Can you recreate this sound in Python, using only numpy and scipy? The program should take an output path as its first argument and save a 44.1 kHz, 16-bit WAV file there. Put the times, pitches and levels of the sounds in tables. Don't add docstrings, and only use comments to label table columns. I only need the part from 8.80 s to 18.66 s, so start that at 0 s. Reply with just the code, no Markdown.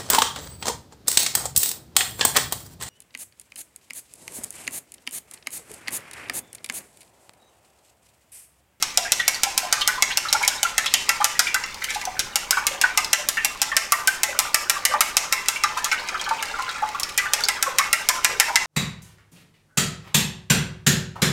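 import sys
import numpy as np
from scipy import signal
from scipy.fft import rfft, irfft
from scipy.io import wavfile
from scipy.ndimage import uniform_filter1d

SR = 44100
rng = np.random.default_rng(int(sys.argv[2]) if len(sys.argv) > 2 else 0)


def to_wav(sig):
    pcm = np.clip(np.atleast_2d(sig), -1, 1) * 32767
    pcm = np.round(pcm).astype(np.int16)
    wavfile.write(sys.argv[1], SR, pcm.T)


N = 434826

# t/s, crack level/dB, bowl ring level/dB, top-edge tilt/(dB per octave)
BOWL_HITS = [(0.0253, -2, -37, -7), (0.1738, 2, -28, -5), (0.32, 4.5, -22, -4), (0.4796, 2.5, -15, 0.5),
             (0.634, 2, -17.5, -6), (0.7775, -1.5, -23, 1.2), (0.9262, 1, -15.5, -5),
             (1.076, -1.2, -19.5, 1.5), (1.2235, 1.5, -15, -8.5), (1.3729, -0.2, -19, -3.3),
             (1.5276, 1.0, -30, -5.5), (1.6283, -14, -26, -6.2), (1.649, -14, -25, -10.1),
             (1.6777, 1.5, -31, -3.5), (1.8305, -1, -22.5, -4.5), (1.9802, -1.7, -20, -5),
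             (2.06, -13, -25, -11), (2.139, 2, -19, -5), (2.2917, -2, -13, -3), (2.4436, 2.5, -12, -2),
             (2.593, 4.5, -14, -4), (2.7438, -7, -29, -1.5), (2.8378, -24, -24.5, -24),
             (3.04, -18, -33, 11), (3.105, -16.5, -30, -13), (3.214, -21.5, -26.5, -9.0),
             (3.5572, -1, -20.5, -3), (3.708, 1.8, -16.5, 1), (3.8677, -2.5, -18.5, -1.5),
             (4.0139, -4.2, -21, -3.5), (4.1748, -1, -14, -3), (4.331, 3, -10.5, -2),
             (4.4876, 2, -18.3, 1.5), (4.6471, -3, -22, 1), (4.817, -2.2, -21, -3.4),
             (4.9666, 3, -8.5, -1.2), (5.1212, 2.2, -17.5, 6), (5.2739, 2.3, -14.5, 2),
             (5.433, 1, -12.5, 0.5), (5.5899, 1.5, -14.5, 0.8), (5.7443, 4.5, -10, -0.5),
             (5.8969, -0.8, -15.5, 1), (6.052, 1.3, -13.5, 1), (6.207, 4, -10, 3), (6.3682, 3, -15.4, -4.5),
             (6.5253, -0.3, -7.5, 0), (6.6846, 3, -14, 0), (6.8368, -8, -14.5, -9),
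             (7.1152, -16.5, -15.5, -20), (7.287, -18, -24.7, -15), (7.4132, -18, -25.5, -9.8),
             (7.6258, -14, -22, -1), (8.1982, -12.5, -38, 1), (8.3771, -3.9, -18.5, -0.0),
             (8.535, 0.9, -18, -3.5), (8.6855, -3.5, -13.5, -3.5), (8.8263, -3, -18.5, 0),
             (8.985, -0.3, -11, -0.5), (9.1296, 3, -10, 0), (9.2881, 3, -13, -0.5),
             (9.446, 2.2, -11.5, -4.5), (9.599, 5.5, -7.5, -0.5), (9.7573, 1, -13.5, -8)]
# t/s, low slosh level/dB, wet fizz level/dB
EGG_CHURN = [(0.0, -49, -36), (1.1, -37, -34.5), (2.44, -41.5, -32.5), (3.51, -41, -42.5), (4.03, -34, -38),
             (4.58, -39.5, -37.5), (6.2, -32.5, -43.5), (6.67, -39.5, -33.5), (7.11, -34, -38),
             (7.91, -33, -32.5), (8.27, -39.5, -41), (8.59, -32.5, -39), (8.81, -36, -38),
             (9.86, -34.5, -35.5)]
# f/Hz, level/dB
STICKY_SPECTRUM = [(400, -34), (1500, 2), (3500, 3.5), (7000, 2.5), (9500, -1.5), (13000, -7), (16000, -25)]


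def amp(db):
    return 10 ** (np.asarray(db) / 20)


def unit_rms(x):
    return x / np.sqrt(np.mean(x ** 2) + 1e-20)


def curve_at(points, hz):
    f, value = np.transpose(points)
    return np.interp(np.log(hz + 1), np.log(f + 1), value)


def add(mix, s, sound):
    part = mix[max(round(s * SR), 0):][:len(sound)]
    part += sound[:len(part)]


def decay(t, t60):
    return np.exp(-np.log(1000) * t / np.maximum(t60, 1e-4))


def colour(x, spectrum, size=2048):
    log_gain = np.log(amp(curve_at(spectrum, abs(np.fft.fftfreq(size, 1 / SR)))))
    taps = np.fft.ifft(np.exp(np.conj(signal.hilbert(log_gain)))).real[:size // 2]
    return signal.fftconvolve(x, taps / np.linalg.norm(taps))[:len(x)]


def air(level_db=-48):
    # f/Hz, level/dB
    air_spectrum = [(15, -3.5), (40, -2), (70, -7), (130, -10), (300, -10.5), (600, -12.5), (1500, -63),
                    (5000, -21.5), (16000, -30.5)]
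    gain = amp(curve_at(air_spectrum, np.fft.rfftfreq(N, 1 / SR)))
    return amp(level_db) * unit_rms(irfft(rfft(rng.standard_normal(N)) * gain, N))


def room_tail(build_s=0.0009, far_wall_s=0.08, far_wall_gain=0.68, far_wall_width_s=0.025):
    # f/Hz, level/dB
    tail_spectrum = [(200, 8), (800, 5.5), (2000, 7.5), (4000, -0.5), (7500, -3.5), (9500, -4),
                     (16000, -5.5)]
    # f/Hz, t60/s
    tail_t60 = [(200, 0.77), (1500, 0.24), (6000, 0.37), (10000, 0.3), (16000, 0.22)]
    hz, t, bands = signal.stft(rng.standard_normal(SR // 2), SR, nperseg=256)
    far_wall = far_wall_gain * np.exp(-((t - far_wall_s) / far_wall_width_s) ** 2)
    swell = 1 - np.exp(-t / build_s) + far_wall
    tone = amp(curve_at(tail_spectrum, hz))[:, None]
    fade = decay(t, curve_at(tail_t60, hz)[:, None])
    tail = signal.istft(bands * tone * fade * swell, SR, nperseg=256)[1]
    return tail / np.linalg.norm(tail)


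def kitchen(x, near_db=-0.5, near_hz=3200, tail_db=-6, sway_s=0.00022, tails=3):
    # delay/s, gain
    echoes = [(.0014, 1), (.0037, 0.48), (.0051, 0.74), (.0073, 0.13), (.0078, 0.11), (.0084, 0.32),
              (0.0104, -0.21), (0.0141, -0.38)]
    t = np.arange(N) / SR
    dull = signal.lfilter(*signal.butter(1, near_hz, fs=SR), x)
    knots = np.arange(0, t[-1] + 1, 1 / 4)
    near, tail = np.zeros((2, N))
    for delay, gain in echoes:
        sway = sway_s * np.interp(t, knots, rng.standard_normal(len(knots)))
        near += gain * np.interp(t - delay - sway, t, dull)
    for k in range(tails):
        crossfade = np.sqrt(2 / tails) * np.cos(np.pi * (2 * t + k / tails))
        tail += signal.fftconvolve(x * crossfade, room_tail())[:N]
    return x + amp(near_db) * near + amp(tail_db) * tail


def nook(x, level_db=-1.0, width_hz=9.6):
    # f/Hz, level/dB
    resonances = [(812, -15.5), (857, 2), (1031, 4), (1190, 5.5), (1298, -27), (1339, -22.5), (1555, -6),
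                  (1940, -42), (2121, -7), (2728, 3)]
    return x + sum(amp(db + level_db) * signal.lfilter(*signal.iirpeak(hz, hz / width_hz, fs=SR), x)
                   for hz, db in resonances)


def bubble(hz, t60, glide, swell_cycles=0.7):
    t = np.arange(SR // 8) / SR
    pitch = hz * (1 + glide * (1 - np.exp(-t / 0.034)))
    attack = 1 - np.exp(-t * hz / swell_cycles)
    return np.sin(2 * np.pi * np.cumsum(pitch) / SR) * decay(t, t60) * attack


def froth(spectrum, per_s, cycles, spread_db, pitches=44):
    notes = []
    for hz in np.geomspace(350, 9000, pitches):
        note = bubble(hz, t60=cycles / hz, glide=0.042 * rng.standard_normal())
        notes.append(amp(curve_at(spectrum, hz)) * hz * note[:SR // 20])
    gains = amp(spread_db * np.minimum(rng.exponential(1, N), 3))
    out, pick = np.zeros(N), rng.integers(0, pitches, N)
    for at in np.flatnonzero(rng.random(N) < per_s / SR):
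        add(out, at / SR, gains[at] * notes[pick[at]])
    return unit_rms(out)


def sticky_crackle(per_s=120, spread_db=5):
    snaps = amp(spread_db * np.minimum(rng.exponential(1, N), 3)) * rng.choice([-1, 1], N)
    return unit_rms(colour(snaps * (rng.random(N) < per_s / SR), STICKY_SPECTRUM))


def slosh(slosh_db=-6, fizz_db=-9, sticky_db=-4, full_stroke_db=-10, swing_db=3, swing_hz=7.24):
    # f/Hz, level/dB
    slosh_spectrum = [(150, -44), (400, -8.5), (650, -14.5), (850, -2), (1300, 2), (2000, -4.5),
                      (3500, -9.5), (9000, -26)]
    # f/Hz, level/dB
    fizz_spectrum = [(500, -44), (1400, -24), (2100, -0.5), (3000, -11.5), (4200, -9), (5500, -7.5),
                     (8000, -12), (10000, -23)]
    t = np.arange(N) / SR
    strokes = np.array([s for s, db, *_ in BOWL_HITS if db > full_stroke_db])
    since_stroke = t - strokes[np.maximum(np.searchsorted(strokes, t) - 1, 0)]
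    churn_s, low_db, wet_db = np.transpose(EGG_CHURN)

    def surge(churn_db, lag_s):
        swing = swing_db * np.cos(2 * np.pi * swing_hz * (since_stroke - lag_s))
        return amp(np.interp(t, churn_s, churn_db) + swing)

    fizz = froth(fizz_spectrum, per_s=5000, cycles=20, spread_db=2.5)
    swish = surge(wet_db + fizz_db, lag_s=0.019) * (fizz + amp(sticky_db) * sticky_crackle())
    body = froth(slosh_spectrum, per_s=1300, cycles=22, spread_db=5.5)
    flop = surge(low_db + slosh_db, lag_s=0.077) * body
    return swish + flop


def plop(hz, smack_db=-8, smack_t60=0.038, film_db=-9, film_t60=0.0098,
         satellites=5, satellite_db=-9, scatter=0.2, lag_s=0.018):
    t60 = 0.055 / (hz / 1000) ** 0.69
    note = bubble(hz, t60, glide=0.017 + 0.02 * rng.standard_normal(), swell_cycles=1.48)
    t = np.arange(len(note)) / SR
    tear = rng.standard_normal(len(t)) * decay(t, smack_t60) * (1 - np.exp(-t / 0.0013))
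    smack = colour(tear, [(hz / 3, -32), (hz, 0), (hz * 1.42, -6), (hz * 4, -22), (hz * 12, -40)])
    tick = colour(tear[:2048] * decay(t[:2048], film_t60), STICKY_SPECTRUM)
    sound = note + amp(smack_db) * smack
    add(sound, 0, amp(film_db) * tick)
    for offset, lag in zip(rng.standard_normal(satellites), rng.random(satellites)):
        satellite_hz = hz * np.exp(scatter * (offset + 0.5))
        add(sound, lag * lag_s, amp(satellite_db) * bubble(satellite_hz, t60 / 2, glide=0.093))
    return sound


def small_plops(level_db=4, spread_db=3, low_hz=1500, high_hz=5000, first_s=0.022, window_s=0.09):
    out = np.zeros(N)
    churn_s, _, wet_db = np.transpose(EGG_CHURN)
    for s, *_ in BOWL_HITS:
        for when, pitch, strength in rng.random((2, 3)):
            db = level_db + np.interp(s, churn_s, wet_db) + spread_db * (2 * strength - 1)
            hz = low_hz * (high_hz / low_hz) ** pitch
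            add(out, s + first_s + window_s * when, amp(db) * plop(hz))
    return out


def large_plops(level_db=4):
    # t/s, f/Hz, level/dB
    pockets = [(0.178, 710, -25), (0.25, 1610, -26), (0.396, 1910, -19), (0.4, 3490, -19.5),
               (0.545, 4650, -19.5), (0.664, 793, -28), (0.83, 710, -29), (0.925, 1500, -21.5),
               (1.016, 3160, -13.5), (1.087, 1475, -14.5), (1.177, 1040, -25.5), (1.303, 1840, -21),
               (1.316, 3230, -21), (1.451, 1300, -24.5), (1.485, 4000, -21.5), (1.543, 864, -21.5),
               (1.548, 1375, -19.5), (1.611, 980, -21.5), (1.633, 2215, -17.5), (1.849, 1377, -20.5),
               (1.981, 1750, -18), (2.064, 3300, -15.5), (2.142, 2990, -11), (2.286, 1040, -25),
               (2.402, 827, -26), (2.41, 1230, -20), (2.594, 1426, -14.5), (2.669, 2360, -15),
               (2.745, 1520, -17.5), (3.02, 2005, -25), (3.086, 2140, -26), (3.158, 827, -28),
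               (3.272, 743, -27.5), (3.728, 1550, -19), (3.77, 1490, -20), (3.77, 1164, -17.5),
               (3.908, 550, -35.5), (4.038, 868, -28.5), (4.037, 1473, -12.5), (4.176, 1222, -20.5),
               (4.381, 610, -34), (4.571, 1790, -13), (4.916, 1820, -22), (4.923, 1100, -27),
               (5.121, 1158, -10.5), (5.276, 1527, -14), (5.485, 576, -33), (6.094, 532, -34.5),
               (6.137, 833, -19), (6.137, 1176, -19), (6.207, 1310, -16), (6.759, 2290, -20.5),
               (6.838, 1210, -20.5), (6.967, 1003, -22), (7.126, 1480, -20), (7.344, 1280, -23),
               (7.196, 4300, -28.5), (7.396, 3220, -27), (7.44, 4280, -26), (7.509, 902, -21),
               (7.787, 1066, -21), (7.891, 3750, -25.5), (8.022, 860, -21), (8.146, 1107, -23),
               (8.385, 1990, -15), (8.455, 1500, -23), (8.637, 4550, -13), (8.861, 1093, -22.5),
               (8.873, 524, -32.5), (8.993, 1128, -14.5), (9.289, 1700, -18), (9.292, 1013, -19.5),
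               (9.446, 1690, -16.5), (9.492, 475, -32.5), (9.6, 1826, -11.5), (9.683, 962, -17.5)]
    out = np.zeros(N)
    for s, hz, db in pockets:
        add(out, s, amp(db + level_db) * plop(hz))
    return out


def scrapes(rise_s=0.00073, slips_per_s=2500, grit_db=-8):
    # t/s, level/dB, t60/s
    drags = [(2.858, -36, 0.073), (3.042, -21.5, 0.034), (3.091, -34.5, 0.59), (3.145, -23, 0.058),
             (3.398, -16.5, 0.042), (6.973, -25.5, 0.079), (7.047, -22, 0.087), (7.12, -23, 0.093),
             (7.489, -25.5, 0.049), (8.29, -29.5, 0.06), (8.376, -17, 0.041)]
    out, t = np.zeros(N), np.arange(SR // 6) / SR
    for s, db, t60 in drags:
        slips = unit_rms(rng.standard_normal(len(t)) * (rng.random(len(t)) < slips_per_s / SR))
        rasp = slips + amp(grit_db) * rng.standard_normal(len(t))
        envelope = decay(t, t60) * (1 - np.exp(-t / rise_s))
        add(out, s, amp(db) * colour(rasp * envelope, STICKY_SPECTRUM))
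    return out


def dry_burst(envelope):
    burst = envelope * rng.standard_normal(len(envelope))
    flat = irfft(np.exp(1j * np.angle(rfft(burst))), len(burst))
    local_rms = np.sqrt(abs(uniform_filter1d(flat ** 2, size=40)) + 1e-18)
    return envelope * flat / local_rms


def clicks(note_t60=0.01, snap_db=-4, snap_t60=0.022):
    # t/s, f/Hz, level/dB
    touches = [(1.011, 4400, -17), (2.944, 4760, -24), (3.253, 6000, -17.5), (3.3931, 5460, -7.5),
               (4.246, 5100, -15.5), (7.044, 6700, -9.5), (8.2324, 5400, -12.5), (8.607, 5580, -20)]
    out, t = np.zeros(N), np.arange(2048) / SR
    for s, hz, db in touches:
        spectrum = [(hz / 8, -22), (hz / 2, -10), (hz, 0), (hz * 2, -9), (hz * 4, -24)]
        snap = colour(dry_burst(decay(t, snap_t60)), spectrum)
        note = np.sin(2 * np.pi * hz * t) * decay(t, note_t60)
        add(out, s, amp(db) * (amp(snap_db) * snap + note))
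    return out


def stick_ring(t, grip, detune=0.0439):
    # f/Hz, level/dB, t60/s
    stick_modes = [(5424, 4.5, 0.014), (6820, -4.5, 0.055)]
    return sum(amp(db) * np.sin(2 * np.pi * hz * (1 + detune * grip) * t) * decay(t, t60)
               for hz, db, t60 in stick_modes)


def bowl_ring(t, spread_db=3.5, detune=0.016, contact_s=0.0016):
    # f/Hz, level/dB, t60/s
    bowl_modes = [(737, -23, 0.017), (848, -19.5, 0.078), (1063, -12.5, 0.065), (1342, -12.5, 0.11),
                  (1600, -5.5, 0.043), (1800, -0.5, 0.024), (1985, 1, 0.036), (2175, 2, 0.028),
                  (2378, 3, 0.017), (2675, 5.5, 0.017), (2963, -1.5, 0.021), (3930, -11, 0.049)]
    hz, db, t60 = np.transpose(bowl_modes)[:, :, None]
    spot, load, phase = rng.standard_normal((3, len(bowl_modes), 1))
    tones = np.sin(2 * np.pi * (hz * (1 + detune * load) * t + phase))
    modes = amp(db + spread_db * spot) * decay(t, t60) * tones
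    return modes.sum(0) * (1 - np.exp(-t / contact_s))


def clacks(crack_db=-5, stick_db=-18, ring_db=-3, snap_t60=0.012, chatter_db=-14, chatter_t60=0.06,
           edge_hz=6500, edge_offset_db=-1, note_trade=0.56, second_db=-9, second_lag_s=0.005):
    # f/Hz, level/dB
    crack_spectrum = [(150, -37.5), (400, -24.5), (700, -9.5), (1500, -11), (3300, -4), (4400, -3.5),
                      (5500, 2.5), (6300, 0), (7100, 1.5), (8800, 0.5), (9500, -2.5), (12500, -1),
                      (16000, -14)]
    out, t = np.zeros(N), np.arange(4096) / SR
    chatter = amp(chatter_db) * decay(t, chatter_t60)
    contact = (decay(t, snap_t60) + chatter) * (1 - np.exp(-t / 0.0001))
    hand = rng.standard_normal((len(BOWL_HITS), 2))
    for (s, db, bowl_db, edge_db), (grip, late) in zip(BOWL_HITS, hand):
        spectrum = [(hz, level + (edge_db + edge_offset_db) * np.clip(np.log2(hz / edge_hz), 0, 1))
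                    for hz, level in crack_spectrum]
        crack = amp(crack_db) * colour(dry_burst(contact), spectrum)
        sticks = amp(stick_db - note_trade * edge_db) * stick_ring(t, grip)
        add(out, s, amp(db) * (crack + sticks) + amp(bowl_db + ring_db) * bowl_ring(t))
        second_crack = amp(crack_db + second_db) * colour(dry_burst(contact), spectrum)
        add(out, s + second_lag_s * abs(late), amp(db) * second_crack)
    return out


def scene():
    bowl = clacks() + clicks() + scrapes() + large_plops() + small_plops() + slosh()
    return (kitchen(nook(bowl)) + air())[None]


def record(dry, threshold_db=-2, hold_fall_db_per_s=70, depth=0.56, lowpass_hz=16200):
    peak_db = 20 * np.log10(abs(dry[0]) + 1e-9)
    fall_db = np.arange(N) * hold_fall_db_per_s / SR
    held_db = np.maximum.accumulate(peak_db + fall_db) - fall_db
    duck_db = depth * uniform_filter1d(np.maximum(held_db - threshold_db, 0), size=30)
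    limited = np.clip(dry / amp(duck_db), -1, 1)
    lowpass = signal.firwin(255, lowpass_hz, window=("kaiser", 7), fs=SR)
    return signal.oaconvolve(limited, lowpass[None], "same")


dry = scene()
out = record(dry)
to_wav(out)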